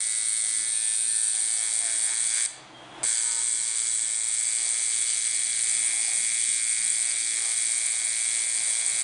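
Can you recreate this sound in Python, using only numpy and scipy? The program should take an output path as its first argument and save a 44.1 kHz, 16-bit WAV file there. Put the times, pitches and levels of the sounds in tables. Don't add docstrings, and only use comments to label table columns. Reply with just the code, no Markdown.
import sys
import numpy as np
from scipy import signal
from scipy.fft import rfft, irfft, next_fast_len
from scipy.io import wavfile
from scipy.ndimage import uniform_filter1d, map_coordinates

SR = 44100
rng = np.random.default_rng(int(sys.argv[2]) if len(sys.argv) > 2 else 0)


def ratio(d):
    e = np.asarray(d, float) / 20
    return 10 ** e


def dump(signal):
    limited = np.clip(np.atleast_2d(signal).T, -1, 1)
    pcm = np.round(limited * 32767).astype(np.int16)
    wavfile.write(sys.argv[1], SR, pcm)


N = 398223

# time in seconds, strokes per second, limp in microseconds
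STROKE = [(0, 110.5, 4), (.8, 110.55, 5), (1.3, 111.4, 11), (1.56, 111.4, 8), (1.95, 112.6, 20),
          (2.47, 114.9, 30), (3.03, 113.7, 28), (3.2, 114.75, 35), (3.93, 114.3, 48), (4.08, 111.6, 13),
          (4.23, 112.3, 21), (4.4, 114.4, 49), (4.98, 114.35, 50), (5.13, 114, 78), (5.6, 114.2, 78),
          (5.9, 114.4, 42), (6.75, 114.2, 30), (9.03, 114.3, 48)]
# pedal down in seconds, pedal up in seconds.
RUNS = [
    (-.1, 2.464),
    (3.031, 9.2),
]
RESTART = 3.0322
# time in seconds, nearness in dB, squeeze on the frame 0-1, machine turned away 0-1.
HAND = [(0, -1, 0.6, 0.06), (.67, -2, 0.65, 0.06), (.73, -2, 0.68, 0), (1.3, 0, 0.99, 0.07),
        (1.45, -1, 0.63, 0.13), (2.25, -0.5, 0.67, 0.28), (2.45, 0.5, 0.43, 0.38), (3.03, 2, 0.66, 0.4),
        (3.2, -1.5, 0.83, 0.6), (3.5, -3, 0.77, 0.6), (4.25, -3.5, 0.63, 0.6), (4.42, -3.5, 0.53, 0.5),
        (5.0, -3, 0.46, 0.44), (5.55, -5, 0.33, 0.23), (5.75, -3, 0.12, 0.13), (6.75, -2.5, 0.1, 0.15),
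        (7.0, -3, 0.21, 0.12), (9.03, -4, 0.24, 0.12)]
# time in seconds, length in seconds,
# jolt in dB.
SNAGS = [(1.39, 0.086, 1), (1.656, 0.027, 4.5), (1.892, 0.048, 5.5), (2.127, 0.054, 6.5),
         (2.367, 0.05, 8.5), (3.058, 0.13, 6), (3.993, 0.056, -2), (4.24, 0.041, -2.5),
         (4.416, 0.054, -1.5), (4.684, 0.014, 0.5), (5.628, 0.0035, -8), (5.892, 0.013, 3),
         (6.366, 0.051, -0.5), (6.9, 0.024, -0.5), (7.394, 0.055, 1)]
# place in the stroke 0-1, level in dB, time scatter in seconds,
# size scatter in dB.
CHATTER = [
    (.65, .5, .0002, 3),
    (.8, -6, .0006, 4),
    (.1, -3, .0006, 4),
    (.3, -15, .001, 5),
]
# place in the stroke 0-1, level in dB.
NEEDLE = [
    (0.108, -6.5),
    (0.423, 6),
]
# place in the stroke 0-1, level in dB.
TIP_TAPS = [
    (0, -8.5),
    (0.261, 8),
    (0.721, 10),
]

# pitch in Hz, width in Hz, level in dB.
ARMATURE_FRONT = [(7080, 680, -9), (8377, 325, 3), (9047, 350, 0.5), (9956, 105, -4.5)]
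# pitch in Hz, width in Hz, level in dB.
ARMATURE_SIDE = [(6940, 3600, -11), (7994, 284, 3), (8670, 250, -3), (9050, 160, -4)]
# pitch in Hz, width in Hz, level in dB.
COLLAR = [(3355, 120, 0), (5150, 950, 0)]
# pitch in Hz, width in Hz, level in dB.
TUBE = [(2974, 690, -4), (3337, 73, 0.5), (3730, 67, 2), (4120, 1240, 1), (6160, 1160, 3)]
# pitch in Hz, width in Hz, level in dB.
TIP = [(4320, 1830, 0)]
# pitch in Hz, width in Hz, level in dB.
PINS = [(3367, 45, 0), (3710, 45, -4), (4170, 70, -2), (4330, 60, -5)]
# pitch in Hz, width in Hz, level in dB.
FRAME_IN_SKIN = [(2074, 133, 8.5), (2212, 197, 11.5), (2432, 430, 2.5)]
# pitch in Hz, width in Hz, level in dB.
FRAME_FREE = [(2007, 170, 7), (2225, 113, 10.5), (2580, 79, 0.5)]
# pitch in Hz, width in Hz, level in dB.
SKIN = [(2200, 720, 0)]
# pitch in Hz, width in Hz, level in dB.
GRIP_FIRM = [(1244, 150, -18.5), (1525, 64, -1.5), (1789, 53, 0.5)]
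# pitch in Hz, width in Hz, level in dB.
GRIP_OPEN = [(1333, 490, -5.5), (1580, 84, 0.5), (1822, 197, 1.5)]
# pitch in Hz, width in Hz, level in dB.
PALM_FIRM = [(470, 340, -11), (919, 35, 6), (1350, 520, -6)]
# pitch in Hz, width in Hz, level in dB.
PALM_OPEN = [(508, 38, -1), (690, 110, -2), (800, 220, -2), (1013, 63, -9), (1242, 160, -4)]
# pitch in Hz, width in Hz, level in dB.
KNUCKLE = [(2480, 260, 0)]

# pitch in Hz, seconds to fade by 60 dB.
ROOM = [(200, 0.14), (2000, 1), (5000, 1), (8000, 0.37), (10000, 0.33)]
# pitch in Hz, level in dB.
SEND = [(1200, 0), (2200, -4), (2800, -1), (4600, -2), (5050, -8), (5350, -13), (5700, -7), (6000, -1),
        (10000, 1)]
# pitch in Hz, level in dB.
FAN_TONES = [
    (123.8, -3.5),
    (247.6, -13.5),
    (1997, -9.5),
]
# pitch in Hz, level in dB per Hz.
FAN_AIR = [(82, -29.5), (140, -12), (221, -41.5), (317, -7.5), (450, -27), (580, -57), (990, -120)]
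# pitch in Hz, width in Hz, level in dB.
DUCT = [(325, 43, -5.5), (192, 22, -5)]
# pitch in Hz, level in dB per Hz.
STREET = [(240, -40.5), (400, -14), (560, -8.5), (700, -3), (850, -6), (1170, -8.5), (1750, -13),
          (2050, -13.5), (2400, -16), (3500, -14), (4500, -25.5), (6000, -27), (10200, -27.5),
          (13000, -85.5)]
# pitch in Hz, level in dB per Hz.
RUMBLE = [(20, -25.5), (35, -9.5), (55, -8.5), (80, -6), (110, -66.5)]
# time in seconds, half length in seconds, rise in dB.
CARS = [(2.0, 0.91, 6), (2.94, 0.096, 0), (3.13, 0.2, 3), (4.7, 0.3, 4.5), (5.97, 0.22, 6.5), (8.8, 1, 7)]
# time in seconds, half length in seconds, rise in dB.
JOLTS = [(1.05, 0.082, -10), (1.75, 0.28, 1), (3.05, 0.091, 3), (4.4, .1, 9), (5.3, .1, 2),
         (5.68, 0.29, 12), (6.4, 0.09, 8), (7.7, 0.35, 5)]
# time in seconds, pitch in Hz, level in dB.
PASSING = [(1.3, 752, -66), (1.5, 740, -60), (1.7, 715, -62.5), (1.85, 688, -52.5), (1.97, 657, -55.5),
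           (2.08, 660, -61)]
# time in seconds, pitch in Hz, level in dB.
SQUEAL = [(2.72, 3250, -66), (2.745, 3235, -55), (2.77, 3225, -55), (2.82, 3225, -57), (2.9, 3285, -56.5),
          (2.95, 3310, -58), (3, 3335, -64)]
# time in seconds, level in dB.
PEDAL = [
    (3.032, -27),
    (3.041, -28),
    (3.049, -30),
    (7.143, -38),
    (7.255, -44),
]
# pitch in Hz, width in Hz, level in dB.
PEDAL_BOX = [(120, 80, -4), (450, 500, -1), (1100, 920, -2)]
# time in seconds, level in dB,
# pitch in Hz.
THUMPS = [(5.92, -45, 800), (5.96, -52, 794), (6.05, -44, 766), (6.1, -54, 620), (6.15, -57, 776),
          (5.729, -54, 190), (5.839, -58, 190), (6.151, -53, 190), (6.271, -53, 191), (6.46, -55, 192),
          (6.779, -53, 192), (6.901, -60, 190), (7.13, -57, 334), (7.6, -60, 190), (8.573, -52.5, 186)]
# lower edge in Hz, upper edge in Hz.
MUTED_BANDS = [(5100, 5520), (5520, 5900), (6100, 6500), (6600, 6900), (7550, 7950)]
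MUTED_SHARE = [.07, .06, .03, .03, .012]
# pitch in Hz, level in dB.
EDGE = [(10020, 0), (10120, -12), (10200, -40), (10260, -80)]

SLAP_DB, FRAME_DB, GRIP_DB, TUBE_DB, PALM_DB, TIP_DB = -23.5, -38, -49, -34, -67, -45
SQUEEZE_FRAME_DB, SQUEEZE_GRIP_DB, SQUEEZE_TUBE_DB, SQUEEZE_PALM_DB, SQUEEZE_TIP_DB = -10.5, -0.5, -4.5, 12.5, 3.5
NEAR_GRIP, NEAR_TUBE, NEAR_PALM = 0.18, 0.3, -1.46
SNAG_SLAP, SNAG_FRAME, SNAG_TUBE, SNAG_PALM = -0.28, 0.55, 0.3, 0.82
SNAG_SPREAD = 1.43
TURN_TIP_DB = -6.5
COLLAR_DB, RATTLE_T60 = -6.5, 0.022
NOTCH_HZ, NOTCH_WIDTH_HZ = 5350, 380
PINS_DB, KNUCKLE_DB = -51, -49.5
KNUCKLE_START, KNUCKLE_STOP = 0.704, 1.36
HUM_DB, AIR_DB, STREET_DB, RUMBLE_DB = -71, -64.5, -49, -83.5
HISS_DB = -76
LIFT_DB, LIFT_RISE_S, LIFT_DROP_S = 18.5, 0.48, 0.044
MUTED_DB = -20
CEILING = .4


def unit(x):
    return x / np.sqrt(np.mean(x ** 2) + 1e-20)


def along(points, hz):
    f, v = np.transpose(points)
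    return np.interp(np.log(hz + 1), np.log(f + 1), v)


def curves(rows):
    s, *cols = np.transpose(rows)
    return [np.interp(np.arange(N) / SR, s, c) for c in cols]


def sounding(start, stop, fade):
    t = np.arange(N) / SR
    return np.clip(np.minimum(t - start, stop - t) / fade, 0, 1)


def wobble(rate):
    at = np.arange(0, N + 32, 32)
    knots = rng.standard_normal(int(N * rate / SR) + 4)
    return np.interp(np.arange(N), at, map_coordinates(knots, [at * rate / SR]))


def swells(rows, spread=1):
    t = np.arange(0, N / SR, .002)
    db = sum(db * np.exp(-((t - s) / (spread * length)) ** 2) for s, length, db in rows)
    return np.interp(np.arange(N) / SR, t, db)


def hiss():
    return rng.standard_normal(N)


def filtered(x, response):
    m = next_fast_len(N + 8192, True)
    return irfft(rfft(x, m) * response(np.fft.rfftfreq(m, 1 / SR)), m)[..., :N]


def resonant(x, modes, order=1):
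    def body(f):
        total = 0
        for k, (center, width, db) in enumerate(modes):
            ring = 1 - 1j * (center * center - f * f) / (width * f + 1e-9)
            total = total + (-1) ** k * ratio(db) / ring
        return total
    return unit(filtered(x, lambda f: body(f) ** order))


def coloured(spectrum):
    return unit(filtered(hiss(), lambda hz: ratio(along(spectrum, hz))))


def pulses(at, size):
    spot = np.floor(at)[:, None].astype(int) + np.arange(-7, 9)
    gap = spot - at[:, None]
    shape = size[:, None] * np.sinc(gap) * np.cos(np.pi * gap / 16) ** 2
    return np.bincount(np.clip(spot, 0, N - 1).ravel(), shape.ravel(), N)


def gritty(clicks, t60, length):
    fade = ratio(-60 * np.arange(length) / SR / t60)
    return signal.fftconvolve(clicks, fade)[:N] * hiss()


def running():
    return sum(sounding(down, up, .0015) for down, up in RUNS)


def strokes():
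    rate, limp = curves(STROKE)
    phase = np.cumsum(rate * (1 + (.0005 + .00004 * limp) * wobble(22))) / SR + .45
    phase[round((RESTART - .2) * SR):] += -phase[round(RESTART * SR)] % 1
    stroke = np.arange(1, int(phase[-1]))

    def when(place):
        return np.interp(stroke + place, phase, np.arange(N))

    def luck():
        return rng.uniform(-1, 1, 1100)[:len(stroke)]

    begin = when(0).astype(int)
    slip = np.tanh(2 * (.7 + wobble(14)))[begin]
    loose = (limp * 1e-6 * SR)[begin]
    drag = loose * ((-1.) ** stroke * slip + .4 * luck())
    stumble = sum(np.exp(-((when(0) / SR - s) / length) ** 2) for s, length, _ in SNAGS)
    drag += .00016 * SR * stumble * luck()
    return when, luck, loose, drag


def spring_chatter(when, luck, loose):
    _, limp = curves(STROKE)
    _, squeeze, turned = curves(HAND)
    early = .07 * np.clip(1 - loose / SR / 30e-6, 0, 1)
    ticks = 0
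    for place, db, scatter, scatter_db in CHATTER:
        at = when(place - early * (place > .5)) + scatter * SR * luck()
        ticks = ticks + pulses(at, ratio(db + scatter_db * luck()))
    level = (.55 + .009 * limp) * (1 - .5 * turned)
    chatter = level * unit(.55 * unit(ticks) + unit(gritty(ticks, .004, 400)))
    firm = np.clip(4 * squeeze - 1, 0, 1)
    damped = filtered(chatter, lambda hz: 1.15j * hz * 2200 / (9000 ** 2 - hz * hz + 2200j * hz))
    return (1 - firm) * chatter + firm * damped


def armature_slap(when, luck, drag, chatter, jolt_db):
    near_db, _, turned = curves(HAND)
    slap_db = SLAP_DB + near_db + 3 * turned + SNAG_SLAP * jolt_db + 0.24 * wobble(8)
    blow = .65 * unit(pulses(when(0) + .4 * drag + .4 * luck(), ratio(1.7 * luck())))
    strike = running() * (blow + chatter + .2 * hiss())
    strike = filtered(strike, lambda hz: (1j * hz / (9000 + 1j * hz)) ** 4)
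    side = np.clip(turned + 0.023 * wobble(5.5), 0, 1)
    facing = np.sqrt(1 - side) * resonant(strike, ARMATURE_FRONT) + np.sqrt(side) * resonant(strike, ARMATURE_SIDE)
    return ratio(slap_db + 0.56 * wobble(36)) * facing


def tube_rattle(when, luck, loose, drag, chatter, jolt_db):
    _, limp = curves(STROKE)
    near_db, squeeze, turned = curves(HAND)
    on = running()
    tube_db = TUBE_DB + NEAR_TUBE * near_db + SQUEEZE_TUBE_DB * squeeze
    tube_db = tube_db + SNAG_TUBE * jolt_db + 0.53 * np.minimum(jolt_db, 0) + 0.57 * wobble(6.0)
    kick = pulses(when(0) + drag + (1.1 + .02 * loose / SR * 1e6) * luck(), ratio(1.5 * luck()))
    scrape = gritty(abs(kick), .007, 600)
    collar = resonant(on * (unit(kick) + 0.36 * unit(scrape)), COLLAR, order=2)
    paths = rng.standard_normal((2, 600)) * ratio(-60 * np.arange(600) / SR / RATTLE_T60)
    paths = rfft(paths, 2048)
    paths = irfft(paths / abs(paths))
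    sway = .5 * wobble(18)
    rattle = signal.fftconvolve(kick * [np.cos(sway), np.sin(sway)], paths, axes=1)[:, :N].sum(axis=0)
    knocks = sum(pulses(when(place) + 1.2 * drag + 1.5 * luck(), ratio(db + 4 * luck())) for place, db in NEEDLE)
    load = np.clip(limp / 35, .2, 1) * np.clip(0.11 + 1.9 * squeeze, 0, 1)
    shaking = .25 * unit(kick) + .65 * unit(rattle) + (.12 + .007 * limp) * unit(scrape)
    shaking = shaking + .4 * load * unit(knocks) + .06 * chatter + .07 * hiss()
    tube = ratio(tube_db - 1) * resonant(on * shaking, TUBE)
    taps = sum(pulses(when(place) + 0.41 * drag + 1.9 * luck(), ratio(db + 3.4 * luck())) for place, db in TIP_TAPS)
    tip = resonant(on * (unit(taps) + .45 * hiss()), TIP, order=2)
    tube += ratio(TIP_DB + SQUEEZE_TIP_DB * squeeze + TURN_TIP_DB * turned + 0.48 * wobble(10.0)) * tip
    tube = filtered(tube, lambda hz: 1 - .8 * np.exp(-((hz - NOTCH_HZ) / NOTCH_WIDTH_HZ) ** 2))
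    return ratio(tube_db + COLLAR_DB) * collar + tube


def frame_ring(shock, jolt_db):
    _, limp = curves(STROKE)
    _, squeeze, _ = curves(HAND)
    frame_db = FRAME_DB + SQUEEZE_FRAME_DB * squeeze + SNAG_FRAME * jolt_db + 0.56 * wobble(5.8)
    shaken = resonant(shock(.07, 1.3), [(2230, 750, 0)])
    sunk = np.clip(limp / 10 - .4, 0, 1)
    throb = .8 * resonant(shock(.1, 1.3), SKIN, order=4) + .35 * resonant(shaken, FRAME_IN_SKIN)
    return ratio(frame_db) * ((1 - sunk) * resonant(shaken, FRAME_FREE) + sunk * throb)


def steel_pins(shock):
    return ratio(PINS_DB + 2 * wobble(6)) * resonant(shock(0, .35), PINS)


def holding_hand(shock, jolt_db, resting):
    _, limp = curves(STROKE)
    near_db, squeeze, _ = curves(HAND)
    grip_db = GRIP_DB + NEAR_GRIP * near_db + SQUEEZE_GRIP_DB * squeeze + jolt_db + 0.42 * wobble(10.0)
    palm_db = PALM_DB + NEAR_PALM * near_db + SQUEEZE_PALM_DB * squeeze + SNAG_PALM * jolt_db + 3.0 * wobble(7)
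    held = shock(-.12, .9) + (.15 + .005 * limp) * running() * hiss()
    shut = np.clip(1.39 * squeeze - .35, 0, 1)
    felt = resonant(held, [(1625, 350, 0)])
    grip = ratio(grip_db) * (shut * resonant(felt, GRIP_FIRM) + (1 - shut) * resonant(felt, GRIP_OPEN))
    palm = ratio(palm_db) * (shut * resonant(held, PALM_FIRM) + (1 - shut) * resonant(held, PALM_OPEN))
    knuckle = ratio(KNUCKLE_DB) * resting * resonant(held, KNUCKLE, order=2)
    return grip + palm * ratio(-6 * resting) + knuckle


def machine():
    when, luck, loose, drag = strokes()
    jolt_db = swells(SNAGS, SNAG_SPREAD)
    size = ratio(2 * luck())

    def shock(place, share):
        return running() * (unit(pulses(when(place) + share * drag, size)) + .14 * hiss())

    chatter = spring_chatter(when, luck, loose)
    slap = armature_slap(when, luck, drag, chatter, jolt_db)
    tube = tube_rattle(when, luck, loose, drag, chatter, jolt_db)
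    resting = sounding(KNUCKLE_START, KNUCKLE_STOP, .05)
    frame = frame_ring(shock, jolt_db) * ratio(-4.5 * resting)
    return slap + tube + steel_pins(shock) + frame + holding_hand(shock, jolt_db, resting)


def room(x):
    hz, t, z = signal.stft(rng.standard_normal((2, SR // 2)), SR, nperseg=256)
    tails = signal.istft(z * ratio(-60 * t / along(ROOM, hz)[:, None]), SR, nperseg=256)[1]
    turn = 1.3 * wobble(4)
    sent = np.pad(x * [np.cos(turn), np.sin(turn)], ((0, 0), (200, 0)))
    return signal.fftconvolve(sent, tails / np.linalg.norm(tails[0]), axes=1)[:, :N].sum(axis=0)


def lift():
    t = np.arange(N) / SR
    (_, stop), (start, _) = RUNS
    rise = LIFT_DB * (1 - np.exp(-np.clip(np.minimum(t, start) - stop, 0, None) / LIFT_RISE_S))
    return rise * np.clip(1 - (t - start) / LIFT_DROP_S, 0, 1)


def studio():
    turn = 2 * np.pi * np.cumsum(1 + 0.0015 * wobble(1.7)) / SR
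    tones = sum(ratio(db) * np.sin(hz * turn) for hz, db in FAN_TONES)
    hum = ratio(HUM_DB + 7.5 + 1.2 * wobble(1.5)) * tones
    air = ratio(AIR_DB + 1.7 * wobble(7.1)) * (0.8 * coloured(FAN_AIR) + 0.6 * resonant(hiss(), DUCT))
    street = ratio(STREET_DB - 10.0 + swells(CARS) + 0.89 * wobble(9.6)) * coloured(STREET)
    rumble = ratio(RUMBLE_DB + swells(JOLTS) + 1.7 * wobble(6.4)) * coloured(RUMBLE)
    return ratio(lift()) * (hum + air + street + rumble) + ratio(HISS_DB + 0.32 * lift()) * hiss()


def whine(rows, drift_hz, flutter_db):
    hz, db = curves(rows)
    tone = np.sin(2 * np.pi * np.cumsum(hz + drift_hz * wobble(44.0)) / SR)
    return ratio(db + 3 + flutter_db * wobble(25)) * sounding(rows[0][0], rows[-1][0], .04) * tone


def pedal():
    s, db = np.transpose(PEDAL)
    snaps = resonant(pulses(s * SR, ratio(db)), PEDAL_BOX)
    return ratio(db.max()) * snaps / abs(snaps).max()


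def thumps():
    out, t = np.zeros(N + SR), np.arange(SR // 5) / SR
    for s, db, hz in THUMPS:
        b, a = signal.butter(1, [hz * 0.92, hz * 1.04], "bandpass", fs=SR)
        swell_and_fade = ratio(-60 * t / 0.41) * (1 - np.exp(-t / 0.014))
        puff = signal.lfilter(b, a, rng.standard_normal(len(t)) * swell_and_fade)
        out[round(s * SR):][:len(t)] += ratio(db) * puff / abs(puff).max()
    return out[:N]


def muting(x):
    hz, _, z = signal.stft(x, SR, nperseg=512, noverlap=384)
    for (lo, hi), share in zip(MUTED_BANDS, MUTED_SHARE):
        band = (hz >= lo) & (hz < hi)
        power = (abs(z[0, band]) ** 2).sum(axis=0)
        level = np.log(uniform_filter1d(power, size=4) + 1e-20)
        level -= np.minimum(*[uniform_filter1d(level, size=31, origin=way) for way in (-15, 15)])
        z[0, band] *= np.where(level < np.quantile(level, share), ratio(MUTED_DB), 1)
    return signal.istft(z, SR, nperseg=512, noverlap=384)[1][:, :N]


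def scene():
    near = machine() + pedal() + thumps()
    echo = room(filtered(near, lambda hz: ratio(along(SEND, hz))))
    engine = whine(PASSING, drift_hz=10, flutter_db=4) * ratio(-1.5)
    brakes = whine(SQUEAL, drift_hz=5, flutter_db=2) * ratio(1.5)
    return (ratio(-.6) * near + ratio(-9.5) * echo + engine + brakes + studio())[None]


def low_pass(x):
    return signal.sosfilt(signal.butter(12, 10410, fs=SR, output="sos"), x)


def record(dry):
    limited = CEILING * np.tanh(dry / CEILING)
    mix = filtered(muting(limited), lambda hz: ratio(along(EDGE, hz)))
    return low_pass(mix)


dry = scene()
out = record(dry)
dump(out)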